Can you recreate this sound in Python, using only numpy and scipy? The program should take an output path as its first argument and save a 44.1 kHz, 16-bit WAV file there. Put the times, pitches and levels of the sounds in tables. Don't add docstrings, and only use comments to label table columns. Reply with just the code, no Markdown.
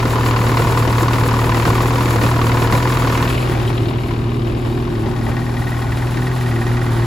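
import sys
import numpy as np
from scipy import signal
from scipy.fft import rfft, irfft, next_fast_len
from scipy.io import wavfile
from scipy.ndimage import uniform_filter1d, map_coordinates

SR = 44100
rng = np.random.default_rng(int(sys.argv[2]) if len(sys.argv) > 2 else 0)


def to_wav(sig):
    pcm = np.clip(np.atleast_2d(sig), -1, 1) * 32767
    pcm = np.round(pcm).astype(np.int16)
    wavfile.write(sys.argv[1], SR, pcm.T)


N = 311330
T = np.arange(N) / SR

# time in seconds, speed in turns per second.
IDLE_SPEED = [(0.0, 19.63), (0.128, 19.38), (0.257, 19.66), (0.385, 19.22), (0.513, 19.3), (0.642, 19.67),
              (0.77, 19.65), (0.899, 19.29), (1.027, 19.47), (1.155, 19.57), (1.284, 19.45), (1.412, 19.28),
              (1.54, 19.21), (1.669, 19.14), (1.797, 19.49), (1.925, 19.95), (2.054, 20.04), (2.182, 18.86),
              (2.311, 20.1), (2.439, 19.27), (2.567, 19.7), (2.696, 18.99), (2.824, 20.31), (2.952, 20.65),
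              (3.081, 19.33), (3.209, 19.64), (3.337, 20.58), (3.466, 20.64), (3.594, 19.35),
              (3.723, 19.61), (3.851, 19.2), (3.979, 20.03), (4.108, 19.17), (4.236, 19.39), (4.364, 19.77),
              (4.493, 19.35), (4.621, 19.91), (4.749, 19.84), (4.878, 19.94), (5.006, 18.27),
              (5.135, 20.29), (5.263, 18.84), (5.391, 20.41), (5.52, 19.72), (5.648, 20.11), (5.776, 19.92),
              (5.905, 19.37), (6.033, 20.26), (6.161, 19.97), (6.29, 21.06), (6.418, 20.42), (6.547, 19.26),
              (6.675, 19.63), (6.803, 20.18), (6.932, 19.23), (7.06, 19.47)]


def crank_turns():
    start_turn = .063
    speed = np.interp(T, *np.transpose(IDLE_SPEED))
    return start_turn + np.cumsum(speed) / SR


TURN = crank_turns()

# time in seconds, 2nd partial in dB, 3rd partial in dB,
# their phase lead in radians.
DRONE_CRESTS = [(0, -34, -41, 0.81), (1.4, -32, -34, 1), (2.1, -34, -29.5, 0.69), (2.6, -33, -34, 0.55),
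                (3.3, -30, -34.5, 0.28), (3.8, -34.5, -36, -0.2), (4.2, -31, -33, -.8),
                (4.6, -29.5, -33.5, -0.82), (5.0, -29, -26.5, -1.1), (5.4, -27, -36, -1.2),
                (5.8, -34.5, -54, -1), (6.2, -30.5, -32, .2), (6.6, -29, -32, 0.29),
                (7.06, -31, -28, -0.094)]
# order in cycles per turn, rms level in dB at the bay, the seat and the rear.
CRANK_ORDERS = [(2, -30, -31.5, -33.5), (3, -43, -61, -35), (4, -28.5, -34, -34.5), (5.5, -53, -55, -45),
                (8, -37.5, -42, -34.5), (10, -40, -43, -46.5), (14, -37.5, -42, -43), (20, -39.5, -51, -50)]


def drone():
    note = 2 * np.pi * 6 * TURN
    waver_db = placed((0.3, 0.34, 0.61), T) * wobble(25)
    x = amp(walk()["drone"] + waver_db) * np.cos(note)

    *crests, lead = curves(DRONE_CRESTS)
    depth, chuff_turn = placed((.25, 0.86, 0.36), T), 0.068
    chuff = 1 + depth * np.cos(2 * np.pi * 2 * (TURN - chuff_turn))
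    for partial, db, swell in zip((2, 3), crests, (1, chuff)):
        waver_db, waver_rad = .8 * wobble(8), .15 * wobble(8)
        x += swell * amp(db + waver_db) * np.cos(partial * note + lead + waver_rad)

    for order, *db in CRANK_ORDERS:
        waver_db, waver_rad = 1.2 * wobble(7), .25 * wobble(6)
        angle = 2 * np.pi * round(2 * order) / 2 * TURN
        x += amp(placed(db, T) + waver_db) * np.cos(angle - .7 + waver_rad)
    return np.sqrt(2) * x * amp([[.4], [-.4]])


# centre in Hz, width in Hz, relative level in dB at the bay, the seat and the rear.
MUFFLER_MODES = [(273.1, 16, -1.5, -18, -8), (338, 11, -16, -9, -13), (392, 6.2, -4.5, -15, -8.5),
                 (473, 18, -10, -31, -38)]
# frequency in Hz, relative level in dB at the bay, the seat and the rear.
PIPE_SPECTRA = [(24, -50, -51, -50), (43.6, -13, -17, -16), (60, 3, 2, 0), (84, -17, -17, -11.5),
                (103.5, 6, 2.5, -2.5), (127, -16, -10, -12), (136, 1.5, -0.5, -1), (169, -4.5, -14, -12),
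                (212, -5.5, -9.5, -9.5), (300, -5.5, -7.5, -10), (338, -3.5, -5.5, -5.5),
                (409, -9, -10, -11), (485, -4.5, -24, -22), (616, -13, -33, -17), (844, -12.5, -24.5, -19)]


def rumble():
    level = amp(walk()["rumble"] + placed([.8, .45, .5], T) * flares() + 0.57 * wobble(25))
    firings = np.arange(1, int(2 * TURN[-1]))
    alternation = .3 * (-1) ** firings
    scatter = .3 * rng.standard_normal(len(firings))
    strikes = np.zeros(N)
    strikes[np.searchsorted(TURN, firings / 2 + .07)] = 1 + alternation + scatter
    beat = amp(-32.0) * resonating(strikes * level ** 0.087, MUFFLER_MODES, order=1)

    puffs = 3.0 + gate(0.066, 0.019, 0.16, uneven(scatter_db=6.5))
    puffs += gate(0.593, 0.015, 0.11, uneven(scatter_db=5.0))
    rough = coloured(level * gated(puffs), columns(PIPE_SPECTRA), size=8192)
    return beat + spread(rough)


# frequency in Hz, relative level in dB.
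CASE_SPECTRA = [
    [(250, -52), (420, -15), (463, 0), (576, -25), (690, -2), (770, -25), (993, -1.5), (1230, -5.5),
     (1540, -10), (1750, -9), (2130, -10), (3100, -16.5), (4510, -20), (5890, -24), (7600, -31.5),
     (9880, -79), (16700, -120)],
    [(250, -50), (420, -6), (498, -4.5), (611, -2.5), (869, -9.5), (1180, -7.5), (1380, -12.5), (1900, -15),
     (2920, -18.5), (4800, -27), (5750, -32.5), (7600, -45), (9880, -126), (16700, -120)],
    [(250, -44), (420, -13), (446, -17), (510, 4), (590, -10), (779, 4), (946, 2), (1040, 0.5), (1690, -4),
     (1910, -3.5), (2180, -8.5), (2620, -13), (3760, -15.5), (7600, -23.5), (9880, -53), (16700, -120)],
]
# centre in Hz, width in Hz, relative level in dB at the bay, the seat and the rear.
HOOD_MODES = [(793, 13, -11, -16, -15), (867, 30, -4.5, -28, -14), (971.5, 76, 3, -17, -25),
              (1088, 69, -8, -15, -10), (1451, 65, -4, -33, -13)]


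def clatter(times, knock_db):
    late_turns = placed(TRAVEL_S, T) * np.gradient(TURN) * SR
    last = np.clip(np.searchsorted(times, T) - 1, 0, len(times) - 2)
    since, until = abs(T - times[last]), abs(times[last + 1] - T)
    hard = amp(0.83 * (knock_db - knock_db.mean()))
    snap = (1 - np.exp(-since / .0005)) * np.exp(-since / .0065)
    sharp = placed([.75, .42, .45], T) * hard[last] * snap
    soft = placed([.5, .7, .4], T) * gate(0.554 + late_turns, 0.064, 0.13, uneven(scatter_db=3.0))
    smear = placed([.33, .45, .5], T)
    hush = 1 - np.minimum(.33 * hard[last + 1], .7) * np.exp(-until / .004)
    grit = amp(1.1 * wobble(500))
    noise = gated(grit * hush * (smear + sharp + soft))
    case = amp(walk()["clatter"] + 0.5 * flares()) * coloured(noise, CASE_SPECTRA, size=512)

    bumps = .014 * gated(hush * (.5 + sharp + soft))
    turns = np.arange(int(TURN[-1]))
    angles = turns + .64 + .012 * rng.standard_normal(len(turns))
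    bumps[:, np.searchsorted(TURN, angles)] += amp(1.1 * rng.standard_normal((2, len(turns))))
    hood = amp(-32.0) * resonating(bumps, HOOD_MODES, order=2)
    return spread(case + hood)


# time in seconds, strength in dB before the metal's own levels.
TIMED_KNOCKS = [(0.261, -11), (0.363, -9.5), (0.571, -8.5), (0.672, -12.5), (0.774, -10.5), (0.876, -13),
                (0.982, -12), (1.082, -12.5), (1.183, -14.5), (1.339, -13), (1.546, -13), (1.652, -13.5),
                (1.805, -11), (1.957, -13.5), (2.107, -12), (2.213, -12.5), (2.264, -13), (2.362, -15),
                (2.571, -14), (2.874, -14.5), (2.923, -11), (1.753, -13), (3.518, -13), (3.884, -5),
                (5.315, -13), (5.366, -11), (5.415, -16), (5.465, -15.5), (5.516, -18), (5.668, -11.5),
                (5.718, -12.5), (5.867, -17), (5.971, -12.5), (5.567, -12.5), (5.617, -14.5), (5.767, -15),
                (5.818, -11), (5.919, -11), (6.02, -12.5), (6.069, -13), (6.117, -16), (6.17, -12),
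                (6.219, -13), (6.268, -10.5), (6.315, -16), (6.362, -13), (6.559, -12), (6.714, -13.5),
                (6.863, -15), (6.916, -16), (6.409, -12.5), (6.460, -11), (6.512, -11), (6.613, -12),
                (6.666, -10.5), (6.768, -11), (6.814, -12), (6.966, -14.5), (7.019, -11.5)]


def blows():
    turns = np.arange(int(TURN[-1]) + 1)
    times = np.interp(turns + 0.1, TURN, T)
    times += placed(TRAVEL_S, times)
    levels = -14.5 + 1.2 * (turns % 2) + uneven(scatter_db=.7)
    for s, db in TIMED_KNOCKS:
        nearest = np.argmin(abs(times - s))
        times[nearest], levels[nearest] = s - .001, db
    return times, levels


# frequency in Hz, t60 in seconds, relative level in dB of the hard knock
METAL_MODES = [(1051, 0.03, 10.5, -22, -9, -2, -49, -17), (1136, 0.037, 6.5, -36, -12, -15, -25, -21),
               (1312, 0.029, 1, -33, -17, 1, -30, -20), (1507, 0.033, -13, -26, -8, -13, -33, -6.5),
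               (1751, 0.026, -20, -28, -4, 4, -28, -30), (1890, 0.039, -8, -34, 1.5, -19, -31, -25),
               (2040, 0.046, -10, -33, -11, -16, -26, -27), (2400, 0.029, -13, -18, -8, -8, -21, -8),
               (2650, 0.018, -19, -44, -3.5, -31, -16, -21), (2883, 0.031, -24, -15, -25, -11, -17, -15),
               (3340, 0.027, -21, -25, -11, -23, -37, -26), (3780, 0.027, -9, -13, -13, -23, -16, -20),
               (4450, 0.052, -14.5, -29, -21, -29, -26, -23), (5120, 0.027, -20, -19, -13, -15, -30, -16)]


def knocks(times, levels):
    hz, t60, *db = np.transpose(METAL_MODES)
    knock_db = levels[:, None] - 5 + placed(db[:3], times).T
    hard = rings(times, knock_db, hz, t60)

    echoes = np.minimum(times + rng.uniform(.004, .009, len(times)), T[-1])
    echo_db = knock_db + placed((-12, -4, -4), times)[:, None]
    floor = rings(echoes, echo_db, hz, t60)

    taps = np.interp(np.arange(int(TURN[-1])) + .6, TURN, T)
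    taps += placed(TRAVEL_S, taps) + .0005 * rng.standard_normal(len(taps))
    tap_db = -19 + 1.8 * rng.standard_normal((len(taps), 1))
    soft = rings(taps, tap_db + placed(db[3:], taps).T, hz, t60)
    return hard + floor + soft


# time in seconds, strength in dB before the modes' own levels, pitch in Hz.
BRIGHT_KNOCKS = [(3.1496, -13, 2500), (3.249, -20, 2540), (3.275, -20, 2980), (3.2994, -22, 2520),
                 (3.3468, -23, 2540), (3.3752, -16, 2440), (3.4246, -17, 2465), (3.5468, -19, 2500),
                 (3.5962, -23, 3020), (3.674, -18, 3130), (3.7753, -18.5, 3240), (3.8297, -26, 2500),
                 (3.855, -23, 3470), (3.9315, -26, 2550), (3.9833, -21, 2070), (4.0332, -26, 2520),
                 (4.0881, -23, 2120), (4.1111, -27, 2330), (4.1375, -29, 2490)]


def bright_knocks():
    s, db, hz = np.transpose(BRIGHT_KNOCKS)
    modes = (.8, .9, .96, 1.03, 1.1, 1.22)
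    flanks_db = -30 * abs(np.log(modes))
    return rings(s - .001, db[:, None] - 5 + flanks_db, np.outer(hz, modes), t60=0.042)


# frequency in Hz, relative level in dB at the bay, the seat and the rear.
AIR_SPECTRA = [(2350, -25, -7, -1), (3850, 3.5, 13.5, 1.5), (6000, -4.5, -0.5, -9), (6640, 2.5, 5.5, -6.5),
               (9500, 3, 8.5, -3), (9700, 8.5, 10.5, 8), (9950, 1.5, 6.5, -3.5), (13000, 2, 3.5, -7),
               (14700, -1, 4, -8), (15700, -6, -11, -16)]
# frequency in Hz, half cycles by which the right leads.
TREBLE_PHASE = [(7400, 0), (8600, 1), (9400, 1), (10700, 2), (11600, 2), (13000, 3), (13700, 3), (14900, 4)]


def hiss():
    pulse = gate(.42, .05, .2, uneven(scatter_db=2.5)) + gate(.92, .05, .2, uneven(scatter_db=2.5))
    flow = (1.5 + pulse) * amp(2.04 * wobble(40))
    level = amp(walk()["hiss"] + placed([.62, .5, .55], T) * flares() + 0.24 * wobble(18))
    air = level * coloured(gated(flow)[0], columns(AIR_SPECTRA), size=512)

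    def sides(hz):
        lead_rad = np.pi * np.interp(hz, *np.transpose(TREBLE_PHASE))
        return np.exp(np.outer([-.5j, .5j], lead_rad))
    return filtered(air, sides)


# time in seconds, strength over the usual burn in dB before each layer takes its share.
HARD_BURNS = [(.27, 1), (.49, 3), (.61, 6), (.70, 2.5), (1.005, 2.5), (1.14, 4.5), (1.57, 5.5), (1.67, 7.5),
              (1.77, 0.5), (2.242, 8), (2.63, 3), (2.74, 7.5), (4.48, 6), (4.66, 6), (5.07, 6), (5.29, 7),
              (6.17, 3.5), (6.78, 0), (6.92, 1)]


def flares():
    flare_s, lull_s, lull_share = 0.02, 0.04, 0.38

    def bump(s):
        return np.exp(-((T - s) / flare_s) ** 2 / 2)
    return sum(db * (bump(s) - lull_share * bump(s - lull_s)) for s, db in HARD_BURNS)


# time in seconds, clatter in dB, left minus right in dB of the metal sounds,
# drone in dB, rumble in dB, hiss in dB.
WALK_LEVELS = [(0, -25.5, -0.5, -19.5, -21, -37), (.3, -24, -0.5, -16.5, -21.5, -35.5),
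               (1.7, -24, -0.5, -17, -21, -35), (2.7, -24, -1, -17, -21.5, -35),
               (3.21, -22.5, -1, -19, -21, -35), (3.58, -28, 3.5, -19.5, -22, -40),
               (4.1, -32.5, 3, -21, -22.5, -48), (4.95, -33, 2.5, -23, -22.5, -46),
               (5.3, -34, 3.5, -21, -24, -42.5), (5.6, -33, 1.5, -21.5, -26, -40),
               (6.3, -31.5, 0, -19, -26, -39.5), (7.06, -29.5, -2, -16.5, -24.5, -40)]


def walk():
    return dict(zip(("clatter", "lean", "drone", "rumble", "hiss"), curves(WALK_LEVELS)))


# time in seconds, place (0 engine bay, 1 behind the seat,
# 2 rear of the track; values beyond are held at the ends).
MIC_PLACE = [(0, 0), (3.2, -0.26), (3.52, 1.8), (3.8, 1.17), (4.1, 0.7), (4.9, 1.33), (5.25, 2),
             (5.52, 1.9), (7.06, 6)]
TRAVEL_S = (.0001, 0.0033, 0.0039)


def placed(values, t):
    place = np.clip(np.interp(t, *np.transpose(MIC_PLACE)), 0, 2)
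    return sum(np.multiply.outer(v, np.clip(1 - abs(place - k), 0, 1)) for k, v in enumerate(values))


# frequency in Hz, left-right likeness (1 alike) at the bay, the seat and the rear,
# radians by which the left leads, left minus right in dB.
STEREO_IMAGE = [(60, 0.92, 0.97, 0.82, 0, 0), (152, 0.97, 0.97, 0.9, 0.066, -2),
                (384, 0.9, 0.73, 0.4, 0.16, -.5), (695, 0.95, 0.46, 1, 0.87, 1.5),
                (1310, 0.6, 0, 0.41, 0.11, -2), (2060, 0.37, 0, 1, 0.52, 2.5),
                (2550, 0.65, 1, 0.96, 0.74, 7), (3900, 0.63, 0.73, 0.53, 0.0021, 4),
                (7000, 0.41, 0, 0.23, 0, 3.5)]


def spread(pair):
    def column(k, hz):
        return along([(r[0], r[k]) for r in STEREO_IMAGE], hz)

    def mixing(k):
        def response(hz):
            turn = np.arccos(np.clip(column(k, hz), -1, 1)) / 2
            return np.array([np.cos(turn), np.sin(turn)])
        return response

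    def lean(hz):
        phase = np.exp(np.outer([.5j, -.5j], column(4, hz)))
        return amp(np.outer([.5, -.5], column(5, hz))) * phase
    heard = [filtered(pair, mixing(k)) for k in (1, 2, 3)]
    mid, side = sum(h * placed(w, T) for h, w in zip(heard, np.eye(3)))
    return filtered(np.array([mid + side, mid - side]), lean)


def rings(times, levels_db, hz, t60):
    t = np.arange(SR // 16)[:, None] / SR
    grain = round(.003 * SR)
    out = np.zeros((2, N + len(t)))
    for s, mode_db, mode_hz in zip(times, levels_db, np.broadcast_to(hz, levels_db.shape)):
        chance = rng.standard_normal((3, len(mode_hz)))
        swell = (1 - np.exp(-t / placed((.0016, .002, .003), s))) ** 2
        size = amp(mode_db + .9 * chance[0] - 60 * t / t60) * swell
        buzz = uniform_filter1d(rng.standard_normal(size.shape), grain, axis=0) * np.sqrt(grain)
        size *= 1 + placed((.22, .4, .4), s) * buzz
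        angle = 2 * np.pi * mode_hz * (1 + .012 * chance[1]) * t
        for side, skew in enumerate((.5 + 0.13 * chance[2], -.4)):
            out[side, round(s * SR):][:len(t)] += (size * np.sin(angle + skew)).sum(1)
    return out[:, :N]


def resonating(x, modes, order):
    out = 0
    for k, (centre_hz, width_hz, *db) in enumerate(modes):
        def response(f):
            damping = 1j * f * width_hz
            return (-1) ** k * (damping / (centre_hz ** 2 - f * f + damping)) ** order
        ring = filtered(x, response)
        out = out + amp(placed(db, T)) * ring / np.sqrt(np.mean(ring ** 2))
    return out


def gate(at, rise, fall, size_db):
    count, since = np.divmod(TURN - at, 1)
    return amp(size_db)[count.astype(int)] * (1 - np.exp(-since / rise)) * np.exp(-since / fall)


def gated(envelope):
    return rng.standard_normal((2, N)) * envelope / np.sqrt(np.mean(envelope ** 2))


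def uneven(scatter_db):
    return scatter_db * rng.standard_normal(int(TURN[-1]) + 1)


def wobble(rate):
    return map_coordinates(rng.standard_normal(int(N * rate / SR) + 4), [T * rate])


def coloured(x, spectra, size):
    hz, t, z = signal.stft(x, SR, nperseg=size)
    gain = amp(placed([along(s, hz) for s in spectra], t))
    return signal.istft(z * gain / np.sqrt(np.mean(gain ** 2, 0)), SR, nperseg=size)[1][..., :N]


def columns(rows):
    return [[(1, -120)] + [(r[0], r[k]) for r in rows] + [(SR / 2, -120)] for k in (1, 2, 3)]


def filtered(x, response):
    m = next_fast_len(N + 8192)
    return irfft(rfft(x, m) * response(np.fft.rfftfreq(m, 1 / SR)), m)[..., :N]


def along(points, hz):
    f, v = np.transpose(points)
    return np.interp(np.log(hz + 1), np.log(f + 1), v)


def curves(rows):
    s, *cols = np.transpose(rows)
    return [np.interp(T, s, c) for c in cols]


def amp(db):
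    return 10 ** (np.asarray(db) / 20)


def scene():
    pan = amp(np.outer([.5, -.5], walk()["lean"]))
    times, levels = blows()
    metal = clatter(times, levels) + knocks(times, levels) + bright_knocks()
    return drone() + rumble() + pan * metal + hiss()


def record(dry):
    top_hz, bass_hz = 15900, 32
    rounded = dry / (1 + abs(dry / .95) ** 6) ** (1 / 6)
    return filtered(rounded, lambda hz: (hz < top_hz) / np.sqrt(1 + (bass_hz / (hz + 1)) ** 16))


dry = scene()
out = record(dry)
to_wav(out)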